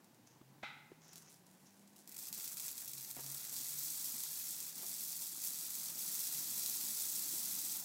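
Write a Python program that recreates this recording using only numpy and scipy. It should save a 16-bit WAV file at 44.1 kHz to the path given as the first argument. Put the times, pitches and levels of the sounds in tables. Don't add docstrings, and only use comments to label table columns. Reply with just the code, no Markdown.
import sys
import numpy as np
from scipy import signal
from scipy.fft import rfft, irfft
from scipy.io import wavfile

SR = 44100
rng = np.random.default_rng(int(sys.argv[2]) if len(sys.argv) > 2 else 0)


def wav_out(sig):
    wavfile.write(sys.argv[1], SR, np.round(np.clip(np.atleast_2d(sig).T, -1, 1) * 32767).astype(np.int16))


N = 345744


def from_db(db):
    return 10 ** (np.asarray(db) / 20)


def rms_one(x):
    return x / np.sqrt(np.mean(x ** 2) + 1e-20)


def in_time(rows):
    s, *columns = np.transpose(rows)
    return [np.interp(np.arange(N) / SR, s, c) for c in columns]


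def drift(rate_hz):
    r = np.exp(-2 * np.pi * rate_hz * 40 / SR)
    raw = rng.standard_normal(N // 40 + 2002)
    slow = signal.lfilter([1], [1, -2 * r, r * r], raw)[2000:]
    return np.interp(np.arange(N) / 40, np.arange(len(slow)), rms_one(slow))


def response(spectrum, bumps=(), size=4096):
    hz = np.maximum(np.fft.rfftfreq(size, 1 / SR), 1)
    points_hz, points_db = np.transpose(spectrum)
    db = np.interp(np.log(hz), np.log(points_hz), points_db)
    for centre, width, height in bumps:
        db = db + height / (1 + (2 * (hz - centre) / width) ** 2)
    cepstrum = irfft(np.log(from_db(db)))
    cepstrum[1:size // 2] *= 2
    cepstrum[size // 2 + 1:] = 0
    h = irfft(np.exp(rfft(cepstrum)))
    return h / np.linalg.norm(h)


def through(x, h):
    return signal.oaconvolve(x, h)[:N]


def noise(spectrum):
    return through(rng.standard_normal(N), response(spectrum))


def dying(t, t60):
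    return np.exp(-np.log(1000) * t / t60)


def add(out, s, sound):
    at = max(round(s * SR), 0)
    out[at:at + len(sound)] += sound[:N - at]


def humps(rows):
    t = np.arange(N) / SR
    return sum(height * np.exp(-((t - s) / half) ** 2) for s, half, height in rows)


def strokes(rows, attack_s):
    power, t = np.zeros(N), np.arange(SR) / SR
    for s, hold, db, t60 in rows:
        rise = np.minimum(t / attack_s, 1)
        fall = dying(np.maximum(t - hold, 0), t60)
        add(power, s, (from_db(db) * rise * fall) ** 2)
    return np.sqrt(power)


def bursts(per_s, spread_db, largest):
    sizes = from_db(spread_db * np.minimum(rng.standard_normal(N), largest))
    born = rng.random(N) < per_s / SR
    return born * rms_one(sizes) * rng.choice([-1, 1], N) * np.sqrt(SR / per_s)


def stems(clicks, low_hz, high_hz, q, count=12):
    dealt, out = rng.integers(0, count, N), np.zeros(N)
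    for k, hz in enumerate(np.linspace(low_hz, min(high_hz, SR * .4), count)):
        r = np.exp(-np.pi * hz / q / SR)
        b = np.sqrt((1 - r * r) / 2) * np.array([1, 0, -1])
        a = [1, -2 * r * np.cos(2 * np.pi * hz / SR), r * r]
        out += signal.lfilter(b, a, clicks * (dealt == k) + 1e-18)
    return out


def cracks(events, t60, splinter, share=0.052):
    out, t = np.zeros(N), np.arange(SR // 15) / SR
    for s, db in events:
        sparse = rng.standard_normal(len(t)) * (rng.random(len(t)) < share)
        crack = splinter * sparse * dying(t, t60)
        crack[0] = 1
        add(out, s + .001, from_db(db) * crack)
    return out


GROUND_ECHO_S, GROUND_SHARE, YARD_T60_S = .00149, .29, 0.29


def yard(x, walls_db, echo_s=GROUND_ECHO_S):
    t = np.arange(SR // 4) / SR
    after_gap = t > echo_s / 2
    near = rng.standard_normal(len(t)) * dying(t, 0.032) * after_gap
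    far = rng.standard_normal(len(t)) * dying(t, YARD_T60_S) * after_gap
    h = from_db(-7.0) * near / np.linalg.norm(near) + from_db(walls_db) * far / np.linalg.norm(far)
    h[0] = 1
    h[round(echo_s * SR)] += GROUND_SHARE
    return through(x, h / np.linalg.norm(h))


def off_ground(x, walls_db, count=16):
    height = rng.integers(0, count, N // 64 + 1).repeat(64)[:N]
    lags = GROUND_ECHO_S * np.linspace(.972, 1.028, count)
    return sum(yard(x * (height == k), walls_db, lag) for k, lag in enumerate(lags))


# pitch_hz, relative_db (per Hz)
AIR_COLOUR = [(18, -48), (30, -22), (64, -26), (111, -1), (198, -10.5), (413, -6), (860, -10.5),
              (1240, -26), (1530, -12), (3030, -17), (7200, -17), (8640, -19.5), (14600, -19.5),
              (15800, -18.5)]


def open_air():
    return from_db(-70) * noise(AIR_COLOUR)


# pitch_hz, relative_db (per Hz)
RUSH_COLOUR = [(30, -24), (75, -34), (110, -10), (150, 2), (220, 1), (330, -1.5), (450, -15.5), (900, -8),
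               (1600, -20), (4000, -58.5)]
RUSH_DB, RUSH_GROWTH_DB = -70, 5.0
FLAME_UP_S, FLAME_FULL_S = 4.3, 7.1


def rush():
    height = np.clip((np.arange(N) / SR - FLAME_UP_S) / (FLAME_FULL_S - FLAME_UP_S), 0, 1)
    level_db = RUSH_DB + RUSH_GROWTH_DB * height + 1.9 * drift(22)
    return from_db(level_db) * noise(RUSH_COLOUR)


# time_s, pitch_hz (mean firing rate), level_db (before swells and waver)
ENGINE = [(0, 110, -84), (.5, 132, -71), (1.85, 201, -73), (2.15, 208, -79), (2.65, 141, -85),
          (3.0, 135, -74.5), (3.5, 140, -75.5), (5.7, 185, -77.5), (7.8, 203, -86)]
# centre_s, half_length_s, gain_db
ENGINE_SWELLS = [(.5, .06, 3.5), (1.85, .08, 6), (2.95, 0.091, 10.5), (3.27, 0.11, 14), (3.8, 0.062, 10.5)]
ENGINE_WAVER_DB = 2.0


def far_engine():
    hz, level_db = in_time(ENGINE)
    wavering_hz = hz * (1 + 0.0098 * drift(12.0))
    phase = 2 * np.pi * np.cumsum(wavering_hz) / SR
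    gain = from_db(level_db + humps(ENGINE_SWELLS) + ENGINE_WAVER_DB * drift(4.0))
    return np.sqrt(2) * gain * (np.sin(phase) + from_db(-16) * np.sin(2 * phase))


GRAIN_SPREAD_DB, GRAIN_LARGEST = 4.5, 1.5
STROKE_ATTACK_S = 0.0018

# start_s, hold_s, level_db, t60_s
TWIG_BRUSHES = [(1.13, 0.0065, -66, 0.047), (1.157, .015, -61, .35), (1.29, 0.037, -62.5, 0.29),
                (1.46, .01, -65, 0.27), (1.52, 0.47, -73.5, .3), (1.955, .04, -63.5, 0.4)]
# start_s, relative_db (spike, before the boost and colour below)
TWIG_CATCHES = [(0.0437, -46.5), (0.145, -50), (0.271, -48), (1.0465, -50), (1.0804, -44), (1.1308, -38),
                (1.1568, -33.5), (1.1792, -36), (1.222, -42), (1.294, -48), (1.4601, -57), (1.5124, -50),
                (1.7935, -48), (1.875, -47), (1.96, -46)]
# pitch_hz, relative_db (per Hz)
TWIG_COLOUR = [(800, -11), (2000, -17.5), (4000, -7.5), (7000, -3), (11000, -5), (16000, -11)]


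def twigs():
    ticks = bursts(500, GRAIN_SPREAD_DB, GRAIN_LARGEST) * strokes(TWIG_BRUSHES, STROKE_ATTACK_S)
    catches = from_db(5.5) * cracks(TWIG_CATCHES, t60=0.043, splinter=0.23)
    return through(ticks + catches, response(TWIG_COLOUR))


# start_s, hold_s, level_db (mean), t60_s
CLOTH_SWISHES = [(.267, 0.0037, -54.5, .05), (.3, .03, -74, 0.27), (1.01, 0.27, -66.5, .25),
                 (1.66, .015, -68, 0.13)]
# pitch_hz, relative_db (per Hz)
CLOTH_COLOUR = [(2000, -9), (4300, -14), (5500, -2), (6500, -1), (7800, -14), (10000, -24), (16000, -44)]


def cloth():
    grains = through(bursts(900, GRAIN_SPREAD_DB, GRAIN_LARGEST), response(CLOTH_COLOUR))
    return grains * strokes(CLOTH_SWISHES, STROKE_ATTACK_S) * from_db(2.9 * drift(40))


def carrying():
    return off_ground(twigs() + cloth(), walls_db=-5.0, count=5)


# start_s, thump_db, pitch_hz, t60_s (of the thump), scrape_db
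STEPS = [(.413, -41, 282, 0.018, -61.5), (.917, -40.5, 368, 0.025, -61), (2.37, -55, 200, 0.08, -65),
         (3.166, -48, 267, 0.07, -53), (3.189, -51, 340, 0.037, -53), (3.235, -63, 248, 0.24, -64.5),
         (3.519, -61, 249, 0.061, -62), (4.14, -51.5, 241, 0.079, -60), (4.79, -70, 300, .15, -61.5),
         (4.83, -67, 396, 0.073, -58), (5.971, -51, 262, 0.044, -63), (7.335, -43.5, 320, 0.027, -63)]
# pitch_hz, relative_db (per Hz)
SOLE_COLOUR = [(30, 1), (80, -14), (200, -3), (500, -6.5), (950, -7), (1500, -13.5), (3000, -15),
               (8000, -37)]


def steps():
    out, t = np.zeros(N), np.arange(SR // 4) / SR
    sole = response(SOLE_COLOUR)
    for s, thump_db, hz, t60, scrape_db in STEPS:
        grit = through(rng.standard_normal(len(t)) * dying(t, 2.8 * t60), sole)[:len(t)]
        thump = np.sin(2 * np.pi * hz * t) * dying(t, t60) * (1 - np.exp(-2 * t * hz))
        add(out, s, from_db(thump_db) * thump + from_db(scrape_db) * grit)
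    return out


# pitch_hz, relative_db
METAL_MODES = [(783, -11), (838, -2), (1281, -1), (1330, -8), (1368, -12), (1464, -1), (1493, -4),
               (1524, -6), (1948, -7), (1977, -2), (2038, -5), (2080, 4), (2139, -8), (2185, -11),
               (2368, -10), (2427, -9), (2463, -9), (2563, -8), (3870, 0), (3915, -8)]
# pitch_hz, relative_db (per Hz)
RATTLE_COLOUR = [(400, -33), (620, -23), (820, -7), (1080, -20), (1350, -5), (1800, -14.5), (2060, -0.5),
                 (2280, -7.5), (2500, -7), (2900, -16), (3900, -9), (4400, -20), (7500, -33), (12000, -50)]
CLANG_S = .632
RING_DB = -58.0


def clang():
    out, t = np.zeros(N), np.arange(SR) / SR
    modes = np.zeros(SR)
    for hz, db in METAL_MODES:
        tone = np.sin(2 * np.pi * hz * t + rng.uniform(0, 2 * np.pi))
        modes += from_db(db) * tone * dying(t, 0.59 * (2000 / hz) ** 0.38)
    rattle = noise(RATTLE_COLOUR)[:SR]
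    low = signal.sosfiltfilt(signal.butter(2, 3000, fs=SR, output="sos"), rattle)
    rattle = low * dying(t, 0.73) + (rattle - low) * dying(t, 0.49)
    spreading = 1 - np.exp(-t / 0.0046)
    ringing = (from_db(RING_DB) * modes + from_db(-46.5) * rattle) * spreading
    blow_colour = [(60, -51), (130, -8), (300, 9.5), (1400, 7), (2500, -26), (8000, -15), (16000, -46)]
    blow = noise(blow_colour)[:SR] * dying(t, 0.039)
    thud = np.sin(2 * np.pi * 230 * t) * dying(t, 0.032)
    add(out, CLANG_S - .005, ringing)
    add(out, CLANG_S, from_db(-42.0) * blow + from_db(-43.5) * thud)
    return out


# centre_s, half_length_s, gain_db
FLARES = [(2.66, 0.03, 3), (3.6, 0.05, 1), (5.21, 0.027, 1), (5.465, 0.02, 3.5), (5.82, 0.043, 1)]
# centre_s, half_length_s, depth_db
LULLS = [(2.312, .016, 13), (2.555, .012, 7), (2.74, .016, 4), (3.138, .018, 6), (4.738, .025, 6),
         (5.35, .05, 2), (5.93, .035, 4)]


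def surges():
    return humps(FLARES) - humps(LULLS)


# time_s, level_db (crackle, before surges and flurries)
BLAZE = [(2.07, -61), (2.16, -59), (2.22, -50), (2.66, -48), (2.87, -51), (3.15, -49.5), (3.6, -45),
         (3.88, -43.5), (4.6, -46), (5.8, -45), (6.15, -42), (7.7, -41.5), (7.84, -46.5)]
# (spike, before SNAP_DB and colour)
SNAPS = [(2.0747, -33.5), (2.1166, -34.5), (2.1234, -36), (2.147, -37), (2.1645, -31), (2.1794, -31),
         (2.1884, -30), (2.2697, -31), (2.2834, -29), (2.3271, -21.5), (2.3384, -30), (2.3989, -26),
         (2.4074, -30), (2.4409, -29), (2.4768, -23), (2.5696, -26.5), (2.5774, -28), (2.597, -24),
         (2.6628, -28), (2.6808, -26), (2.6884, -27), (2.7796, -26), (2.8024, -32), (2.8769, -27),
         (2.9332, -26.5), (2.9796, -27.5), (3.046, -30), (3.1113, -28), (3.2624, -26), (3.5643, -24),
         (4.2358, -23), (4.6024, -27), (5.1277, -25), (5.2194, -25), (5.2694, -26), (5.4385, -23),
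         (5.7523, -26), (6.3485, -23), (6.5954, -24), (6.6334, -24), (6.6603, -20), (6.6974, -24),
         (6.8109, -24)]
FLURRY_DB, FLURRY_T60_S = -20.5, .06


def burning(surge_db):
    blaze_db, = in_time(BLAZE)
    flurries = [(s, 0, db + FLURRY_DB, FLURRY_T60_S) for s, db in SNAPS]
    return np.hypot(from_db(blaze_db + surge_db), strokes(flurries, attack_s=.001))


# pitch_hz, relative_db (per Hz)
CRACKLE_COLOUR = [(300, -26), (650, -36), (930, -10), (1200, -24.5), (1900, -21), (2430, -8.5), (2950, -17),
                  (3300, -7), (4000, -4), (6000, -1.5), (8000, -1.5), (9500, -6), (11000, -2.5),
                  (15500, -1)]
# pitch_hz, width_hz, added_db
FIRE_BUMPS = [(2400, 200, 2.0), (4350, 160, -2.0), (4680, 200, 1.0), (5050, 200, -2.5), (8100, 300, 2.5)]
FULL_BLAZE_DB = -42.0
FINE_PER_S, POPS_PER_S = 12500, 700
RATE_FOLLOWS = 1.3
POP_DB, RINGING_POP_DB = -10.5, -4.5
SNAP_DB = 7.0


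def crackle(vigour, pace, lit):
    flutter = from_db(0.72 * drift(34))
    fine = bursts(FINE_PER_S * pace, spread_db=8.5, largest=1.32)
    sizzle = from_db(-2.0) * stems(fine, low_hz=3400, high_hz=16000, q=1.5)
    dry_pops = bursts(POPS_PER_S * pace, spread_db=5.0, largest=1.5)
    ringing_pops = stems(dry_pops, low_hz=8500, high_hz=14900, q=1.43)
    pops = from_db(POP_DB) * dry_pops + from_db(RINGING_POP_DB) * ringing_pops
    hiss = from_db(-16.5) * rng.standard_normal(N)
    snaps = from_db(SNAP_DB) * cracks(SNAPS, t60=0.036, splinter=0.067)
    steady = (flutter * (sizzle + pops) + hiss) * vigour * lit
    return through(steady + snaps, response(CRACKLE_COLOUR, FIRE_BUMPS))


# time_s, relative_db (before the trim and surges below)
THICK = [(2.08, -74), (2.3, -65.5), (2.65, -65.5), (2.9, -70.5), (3.4, -65), (4.7, -67.5), (5.3, -68),
         (6.1, -64), (7.84, -65)]
THICK_FOLLOWS = 0.75


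def thick_stems(surge_db, pace, lit):
    thick_db, = in_time(THICK)
    clicks = bursts(FINE_PER_S * pace / 6, spread_db=1.0, largest=1.1)
    ringing = stems(clicks, low_hz=904, high_hz=2636, q=7.3)
    return ringing * lit * from_db(thick_db - 1.5 + THICK_FOLLOWS * surge_db)


def fire():
    surge_db = surges()
    vigour = burning(surge_db)
    pace = (vigour / from_db(FULL_BLAZE_DB)) ** RATE_FOLLOWS
    lit = np.arange(N) / SR > SNAPS[0][0]
    stem_bursts = crackle(vigour, pace, lit) + thick_stems(surge_db, pace, lit)
    return off_ground(stem_bursts, walls_db=-4.5)


def scene():
    return (open_air() + rush() + far_engine() + carrying() + steps() + clang() + fire())[None]


def record(dry):
    thin = signal.sosfilt(signal.butter(2, 50, "high", fs=SR, output="sos"), dry)
    top_cut = signal.firwin(255, 15850, window="blackman", fs=SR)
    return signal.oaconvolve(thin, top_cut[None], mode="same")


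dry = scene()
out = record(dry)
wav_out(out)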